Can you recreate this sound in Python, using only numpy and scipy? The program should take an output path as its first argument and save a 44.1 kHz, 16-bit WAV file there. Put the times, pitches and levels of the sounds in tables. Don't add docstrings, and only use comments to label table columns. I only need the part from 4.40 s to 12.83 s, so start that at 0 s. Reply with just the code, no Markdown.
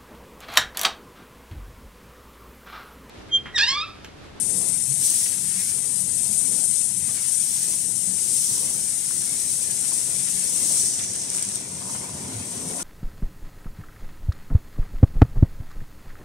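import sys
import numpy as np
from scipy import signal
from scipy.fft import rfft, irfft, next_fast_len
from scipy.io import wavfile
from scipy.ndimage import uniform_filter1d, map_coordinates

SR = 44100
rng = np.random.default_rng(int(sys.argv[2]) if len(sys.argv) > 2 else 0)


def store_pcm(level_fs):
    pcm = np.round(np.clip(level_fs, -1, 1) * 32767).astype(np.int16)
    wavfile.write(sys.argv[1], SR, np.atleast_2d(pcm).T)


N = 371757
TIME = np.arange(N) / SR


def gain_of(db):
    return 10 ** (np.asarray(db) / 20)


def evened(x):
    return x / np.sqrt(np.mean(x ** 2) + 1e-20)


def curve_over_time(rows):
    return np.interp(TIME, *np.transpose(rows))


def level(rows):
    return gain_of(curve_over_time(rows))


def read(points, hz):
    point_hz, value = np.transpose(points)
    return np.interp(np.log(hz + 1), np.log(point_hz + 1), value)


def coloured(x, colour):
    size = next_fast_len(len(x))
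    hz = np.fft.rfftfreq(size, 1 / SR)
    shaped = rfft(x, size) * gain_of(read(colour, hz))
    return evened(irfft(shaped, size)[:len(x)])


def drift(rate):
    values = rng.standard_normal(N // 8)
    return evened(map_coordinates(values, [TIME * rate], order=1, mode="wrap"))


def add(mix, s, sound):
    part = mix[..., max(round(s * SR), 0):][..., :sound.shape[-1]]
    part += sound[..., :part.shape[-1]]


def ports(likeness):
    size = next_fast_len(N)
    first, other = rfft(rng.standard_normal((2, size)))
    same = np.clip(read(likeness, np.fft.rfftfreq(size, 1 / SR)), 0, 1)
    second = same * first + np.sqrt(1 - same ** 2) * other
    return irfft(np.array([first, second]), size)[:, :N]


def resonance(hz, width):
    r = np.exp(-np.pi * abs(width) * np.sqrt(2) / SR)
    noise = rng.standard_normal(len(hz)) + 1j * rng.standard_normal(len(hz))
    smoothed = signal.lfilter([1 - r], [1, -r], noise)
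    slow = signal.lfilter([1 - r], [1, -r], smoothed)
    return evened((slow * np.exp(2j * np.pi * np.cumsum(hz) / SR)).real)


def tones(rows):
    return sum(gain_of(db) * resonance(np.full(N, hz), width) for hz, db, width in rows)


def wavering(hz, waver_hz, throb_db):
    turns = np.cumsum(hz + waver_hz * drift(16)) / SR
    return evened(np.sin(2 * np.pi * turns) * gain_of(throb_db * drift(9)))


def mode(t, hz, t60):
    return np.sin(2 * np.pi * hz * t) * np.exp(-np.log(1000) * t / t60)


def burst(colour, t60, rise):
    t = np.arange(SR // 4) / SR
    noise = np.array([coloured(z, colour) for z in rng.standard_normal((2, len(t)))])
    return noise * (1 - np.exp(-t / rise)) * np.exp(-np.log(1000) * t / t60)


# start in seconds, end in seconds, basic loss in dB
COVERS = [(-.2, .58, 10), (0.916, 1.163, 3), (1.363, 2.65, 9), (2.902, 3.03, 7), (3.46, 3.75, 3.5)]
COVER_S, UNCOVER_S = 0.13, 0.09


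def covered():
    loss = 0
    for start, end, db in COVERS:
        closing = (TIME - start) / COVER_S
        opening = (end - TIME) / UNCOVER_S
        loss = loss + db * np.clip(np.minimum(closing, opening) + .5, 0, 1)
    return -loss


def shaded(pair, share=0.94, open_db=0.33):
    return pair * np.array([np.ones(N), gain_of(share * (open_db + covered()))])


# frequency in Hz, share of the loss (below 0: opposite).
OFF_AXIS_SHARE = [(3000, 0.47), (5600, -0.47), (7000, -0.46), (8700, -0.27), (10300, 0.5), (15000, 1)]


def uneven(pair, ripple_db, patch_db, loss_db):
    hz, t, z = signal.stft(pair, SR, nperseg=1024, noverlap=768)
    ripples, patches = rng.standard_normal((2,) + z.shape)
    ripples = uniform_filter1d(uniform_filter1d(ripples, size=9, axis=2), size=3, axis=2)
    ripples = gain_of(ripple_db * evened(uniform_filter1d(ripples, size=2, axis=1)))
    ripples /= np.sqrt(uniform_filter1d(ripples ** 2, size=24, axis=1))
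    patches = uniform_filter1d(uniform_filter1d(patches[0], size=12, axis=1), size=9, axis=0)
    patches = evened(gain_of(patch_db * evened(patches)))
    loss = read(OFF_AXIS_SHARE, hz)[:, None] * np.interp(t, TIME, loss_db)
    heard = z * ripples * patches * gain_of(-loss)
    return signal.istft(heard, SR, nperseg=1024, noverlap=768)[1][:, :N]


# frequency in Hz, likeness from 0 to 1.
LIKENESS = [(30, .75), (80, 0.98), (170, 0.86), (350, 0.78), (700, 0.25), (1300, 0), (4000, 0.25)]


def diffuse(colour):
    return np.array([coloured(z, colour) for z in ports(LIKENESS)])


# time in seconds, relative level in dB.
RUMBLE = [(0, -44), (.9, -45), (1.28, -48), (1.65, -43), (2.2, -46.5), (2.4, -47), (2.7, -46), (3.1, -49.5),
          (3.5, -45), (4.1, -46.5), (4.8, -46.7), (5.6, -44.5), (6.7, -45.5), (7.55, -42), (7.95, -38.5),
          (8.3, -42.5), (8.43, -47)]
ROAR = [(0, -48.5), (.24, -45.5), (.6, -50.5), (1.15, -51.5), (1.5, -49), (2.22, -49), (2.32, -53),
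        (2.75, -51.5), (2.93, -54), (3.3, -50.5), (3.7, -51.5), (4.27, -49), (4.5, -52), (5.3, -49.5),
        (6.25, -48), (6.8, -47), (7.2, -49.7), (7.55, -46), (8.43, -41)]
WASH = [(0, -44.5), (1.2, -41.5), (2.2, -44), (2.35, -44.5), (2.8, -42), (3.65, -47), (4.15, -45.5),
        (4.6, -44), (6.3, -42), (7.05, -42.5), (7.35, -44.5), (8.43, -44.5)]
# frequency in Hz, relative strength in dB.
RUMBLE_COLOUR = [(20, -35), (50, -23), (64, -19), (76, -3.5), (100, .5), (130, -1), (160, -1.5),
                 (200, -1.5), (260, -6), (400, -22.5), (900, -60)]
ROAR_COLOUR = [(100, -30), (200, -9.5), (260, 1.2), (330, -1.3), (450, -2), (600, -5.5), (700, -5.5),
               (820, -8), (1000, -9.5), (1250, -18), (1800, -24.5), (5000, -48)]
WASH_COLOUR = [(300, -15), (900, -7), (1500, -4), (2100, 1), (2700, -0.5), (4000, -2.2), (6000, -1.5),
               (10000, -32), (15500, -37)]


def hall(rumble_db=-1.6, roar_db=0.0, flutter_db=1.63, surge_db=1.46, sway_db=0.15,
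         ripple_db=4.5, patch_db=1.5, wash_db=-1.28, lump_db=1.5):
    lumps = evened(gain_of(lump_db * drift(18)))
    rumble = diffuse(RUMBLE_COLOUR) * level(RUMBLE) * gain_of(rumble_db) * lumps
    roar = diffuse(ROAR_COLOUR) * level(ROAR) * gain_of(roar_db + surge_db * drift(14))
    flutter = evened(gain_of(flutter_db * drift(60) + sway_db * drift(16)))
    wash = diffuse(WASH_COLOUR) * level(WASH) * gain_of(wash_db) * flutter
    wash = uneven(wash, ripple_db, patch_db, np.zeros(N))
    return rumble + shaded(roar, share=.3) + shaded(wash)


# frequency in Hz, relative strength in dB.
GRAIN_COLOUR = [(300, -21), (1300, -5), (2300, 1), (5500, -2), (10000, -16), (15500, -35)]


def grain(rate=260, spread_db=3.5, grain_db=-8.5):
    sizes = gain_of(spread_db * np.minimum(rng.exponential(1, N), 3))
    ticks = sizes * (rng.random(N) < rate / SR) * rng.choice([-1., 1.], N)
    tick_sound = burst(GRAIN_COLOUR, t60=0.0074, rise=.0001)
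    pair = signal.oaconvolve(ticks[None], tick_sound, axes=1)[:, :N]
    return shaded(evened(pair) * level(WASH) * gain_of(grain_db))


# frequency in Hz, relative level in dB, approximate width in Hz.
HUM = [(138.9, -55.5, 5), (690, -65.5, 35), (985, -75, 23)]
WHINES = [(2085, -68, 22), (11900, -68, 20), (14430, -74, 10), (14950, -75, 10)]
# time in seconds, relative level in dB.
GEAR = [(0, -7), (3.4, -7), (4.0, -2), (5.5, -4.5), (6.7, 0.5), (8.43, -2)]


def drive(motor_hz=183.8, motor_db=-52.0, waver_hz=1.7, throb_db=2.5, follow=0.52,
          gear_hz=375.3, gear_db=-60, gear_waver_hz=1.4):
    motor = gain_of(motor_db) * wavering(motor_hz, waver_hz, throb_db)
    swell = evened(level(RUMBLE) ** follow)
    gear = gain_of(gear_db) * wavering(gear_hz, gear_waver_hz, throb_db) * level(GEAR)
    whines = np.array([tones(WHINES), tones(WHINES)])
    return (motor + tones(HUM)) * swell + gear + shaded(whines)


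# time of the peak in seconds, level in dB, pitch in Hz, length in seconds, left minus right in dB.
THROBS = [(.16, -40.5, 186.4, .14, 0), (.51, -38, 138.3, 0.091, -18), (1.04, -44.5, 170, .09, 0),
          (1.18, -41.5, 185, 0.11, 0), (1.63, -41.5, 180, .14, 2), (1.91, -41, 208, 0.074, 4),
          (2.06, -48, 258.4, .2, 0), (2.59, -44, 185.5, .09, 0), (3.699, -41.5, 183.7, 0.2, 2),
          (5.41, -45, 180, .1, 0), (7.07, -41, 195.5, .12, -2), (7.46, -40.5, 185.4, .12, -2),
          (7.655, -42, 186, .08, 0), (7.9, -43.5, 261.5, .1, 0), (7.96, -35, 109, 0.11, -1),
          (8.265, -38, 172, .07, 0)]


def throbs():
    out = np.zeros((2, N))
    for s, db, hz, length, pan_db in THROBS:
        t = np.arange(int(length * SR)) / SR
        sides = gain_of([[db + pan_db / 2], [db - pan_db / 2]])
        throb = np.sqrt(2) * np.hanning(len(t)) * np.sin(2 * np.pi * hz * t)
        add(out, s - length / 2, sides * throb)
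    return out


# start in seconds, relative level in dB, pitch in Hz,
# seconds to fade by 60 dB.
KNOCKS = [(.858, -32.5, 2700, .06), (2.683, -45, 1210, .16), (2.705, -46, 720, .12),
          (3.782, -39, 2540, .06), (4.342, -44, 1300, .08), (4.707, -37, 1600, .06),
          (5.518, -38, 1040, .06), (6.371, -38.5, 1250, 0.062), (6.592, -33, 3400, .07),
          (6.606, -39, 2100, 0.071), (6.735, -37, 3750, .04), (6.883, -38, 3840, .04),
          (6.982, -40, 2590, .04), (7.16, -39, 4800, .05), (7.549, -38, 1300, .07), (7.846, -40, 2210, .07),
          (8.333, -39.5, 1990, .05), (8.392, -35.5, 1105, 0.12), (8.401, -36.5, 1410, .12)]
# multiple of its pitch, relative strength in dB.
KNOCK_COLOUR = [(.1, -16), (.6, -7), (1, 0), (1.5, -9.5), (3.5, -13), (12, -36)]


def knocks(ring=0.37):
    out = np.zeros((2, N))
    t = np.arange(SR // 4) / SR
    for s, db, hz, t60 in KNOCKS:
        colour = [(multiple * hz, colour_db) for multiple, colour_db in KNOCK_COLOUR]
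        crack = burst(colour, t60, rise=0.00069)
        add(out, s, gain_of(db) * (crack + ring * mode(t, hz, t60)))
    return shaded(out, share=.5)


# pitch in Hz, relative level in dB, seconds to fade by 60 dB.
PANEL_MODES = [(600, -6, 0.033), (760, -12, .025), (930, -4, 0.045), (986, 0, 0.051), (1050, -6, .035),
               (1200, -7, .025), (1410, -10, .025), (2090, -15, .05)]
# time in seconds, level in dB.
CHATTER = [(6.9, -75), (6.97, -53), (7.25, -58), (7.37, -51), (7.45, -45), (7.57, -44), (7.63, -47),
           (7.71, -47), (7.8, -52), (8.03, -51), (8.12, -58), (8.43, -58.5)]
# start in seconds, relative level in dB.
CLUNKS = [(7.42, -45), (7.455, -42), (7.549, -40), (7.695, -44)]


def panel(catch_db=3.0, apart=1.0):
    t = np.arange(SR // 4) / SR
    ring = sum(gain_of(db) * mode(t, hz, t60) for hz, db, t60 in PANEL_MODES)
    contacts = rng.standard_normal((2, N)) * gain_of(catch_db * drift(80))
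    common, side = signal.oaconvolve(contacts, ring[None], axes=1)[:, :N]
    out = evened(common + apart * np.array([[1], [-1]]) * side) * level(CHATTER)
    for s, db in CLUNKS:
        add(out, s, gain_of(db) * ring)
    return out


def rubbed(hz, share, apart=0.7):
    width = share * hz.mean()
    common, side = resonance(hz, width), resonance(hz, width)
    return evened(common + apart * np.array([[1], [-1]]) * side)


# end in seconds, then the relative levels in dB
STROKES = [(.31, -46, -58, -46), (2.27, -50.5, -62, -50), (4.345, -52.5, -54, -50),
           (6.385, -48.5, -56, -49), (8.41, -45, -52, -43)]
STROKE_S, STROKE_START_HZ, STROKE_END_HZ = .3, 320, 780
RUB_WIDTH = 0.45
ROLL_HZ, ROLL_WIDTH = 225.3, 0.49
RASP_HZ, RASP_WIDTH = 981, 0.39


def strokes(catch_db=1.5, swell_db=5):
    out = np.zeros((2, N))
    progress = np.linspace(0, 1, int(STROKE_S * SR))
    hz = STROKE_START_HZ + (STROKE_END_HZ - STROKE_START_HZ) * progress ** 2
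    swell = evened(gain_of(swell_db * progress))
    fade = signal.windows.tukey(len(hz), .4)
    for end, db, rasp_db, roll_db in STROKES:
        scrape = gain_of(db) * swell * rubbed(hz, RUB_WIDTH)
        rasp = gain_of(rasp_db) * rubbed(np.full(len(hz), RASP_HZ), RASP_WIDTH)
        roll = gain_of(roll_db) * rubbed(np.full(len(hz), ROLL_HZ), ROLL_WIDTH, apart=0.28)
        add(out, end - STROKE_S, (scrape + rasp + roll) * fade)
    catching = evened(gain_of(catch_db * drift(70)))
    return shaded(out * catching, share=0.39)


# start in seconds, relative level in dB.
FOIL = [(6.762, -17), (6.902, -15), (6.9455, -15), (6.9495, -12.5), (6.9612, -14), (6.9655, -18),
        (6.9688, -15), (6.976, -17), (6.984, -15), (6.9942, -16), (7.0245, -17), (7.026, -11), (7.05, -20),
        (7.0885, -17), (7.157, -15)]
# frequency in Hz, relative strength in dB.
FOIL_LEFT_COLOUR = [(1500, -19), (4800, -17), (6000, -8), (7300, -9), (8800, 12.5), (10000, -4),
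                    (12000, -24), (15500, -28)]
FOIL_RIGHT_COLOUR = [(1500, -14), (4800, -10), (5800, 3), (8800, 3), (10500, -12), (15500, -17)]
SETTLE_S, SETTLE_LENGTH_S, SETTLE_DB, SETTLE_FADE_DB_PER_S, SETTLE_RATE = 6.93, .26, -24.5, 22, 220


def foil(ring_t60=0.0083, left_db=3.5, right_db=-3.0, spread_db=7.0):
    out = np.zeros((2, N))
    crackle = []
    for delay in np.arange(0, SETTLE_LENGTH_S, 1 / SETTLE_RATE):
        late, size = rng.uniform(-1, 1, 2)
        s = SETTLE_S + delay + .5 * late / SETTLE_RATE
        crackle.append((s, SETTLE_DB - SETTLE_FADE_DB_PER_S * delay + spread_db * size))
    for s, db in FOIL + crackle:
        left = burst(FOIL_LEFT_COLOUR, ring_t60, rise=0.00016)[0]
        right = burst(FOIL_RIGHT_COLOUR, ring_t60, rise=0.00016)[0]
        add(out, s, gain_of(db) * np.array([left, right]))
    return out * gain_of([[left_db], [right_db]])


# time in seconds, relative level in dB.
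JET = [(0, -19), (.56, -19), (.66, -15.5), (.9, -19), (1.64, -20), (1.8, -17.5), (2.38, -17), (2.56, -19.5),
       (2.8, -20.5), (2.93, -16), (3.14, -19.5), (3.72, -19.5), (3.98, -17.5), (4.36, -21), (5.1, -21),
       (5.5, -19.5), (5.85, -20), (6.39, -17), (6.58, -24.5), (6.7, -26.5), (7.15, -27.5), (7.25, -32.8),
       (7.42, -30.5), (7.53, -28), (7.72, -32), (8.43, -27.5)]
# time in seconds, relative level at the right port in dB.
JET_PAN = [(0, -13), (.7, -10), (1.26, -12.5), (2.0, -5), (2.78, -16.5), (3.24, -11), (3.75, -19),
           (4.12, -8.5), (4.6, -15.5), (4.8, -12), (5.85, -14), (6.55, -7.5), (8.43, -9.5)]
# time in seconds, loss at the very top in dB (below 0: a gain).
OFF_AXIS = [(0, -2), (6.35, 1), (6.6, 7.5), (7.2, 4.5), (8.43, 1.5)]
# frequency in Hz, relative strength in dB.
JET_LEFT_COLOUR = [(1200, -47), (3000, -29.5), (4500, -23), (5300, -17.5), (6200, -11), (7000, -11.5),
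                   (7800, -5.5), (8500, 0.74), (9100, -0.3), (9500, -2.5), (10200, -6.5), (11000, -12.5),
                   (11700, -26.5), (12300, -23), (13400, -24), (14500, -35), (15300, -53)]
JET_RIGHT_COLOUR = [(1200, -40), (3000, -12), (4600, -6), (5500, 1), (6200, 4), (7400, -1.5), (8200, 2),
                    (9000, -2), (10000, -6), (11700, -13.5), (13200, -7), (15600, -16)]
# frequency in Hz, likeness from 0 to 1.
JET_LIKENESS = [(3000, 0), (6000, 0.38), (8000, 0.05), (10500, 0), (13000, 0.6)]
JET_SHADOW = 2.54


def air_jet(sputter_db=0.55, flutter_db=0.5, sway_db=0.35, ripple_db=4.0, patch_db=0.3,
            left_db=0., right_db=1.5, leak_db=-26):
    spurts = gain_of(sputter_db * drift(900) + flutter_db * drift(70) + sway_db * drift(10))
    at_left, at_right = spurts * ports(JET_LIKENESS)
    left = coloured(at_left, JET_LEFT_COLOUR) * gain_of(left_db)
    right = coloured(at_right, JET_RIGHT_COLOUR) * level(JET_PAN)
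    right = right * gain_of(right_db + JET_SHADOW * covered())
    pair = np.array([left, right + gain_of(leak_db) * left]) * level(JET)
    return uneven(pair, ripple_db, patch_db, curve_over_time(OFF_AXIS))


def scene():
    background = hall() + grain() + drive() + throbs()
    machine = knocks() + panel() + strokes()
    return background + machine + foil() + air_jet()


EDGE_HZ = 15750


def record(dry):
    low_pass = signal.firwin(1601, EDGE_HZ, window=("kaiser", 9), fs=SR)
    return signal.oaconvolve(dry, low_pass[None], "same")


dry = scene()
out = record(dry)
store_pcm(out)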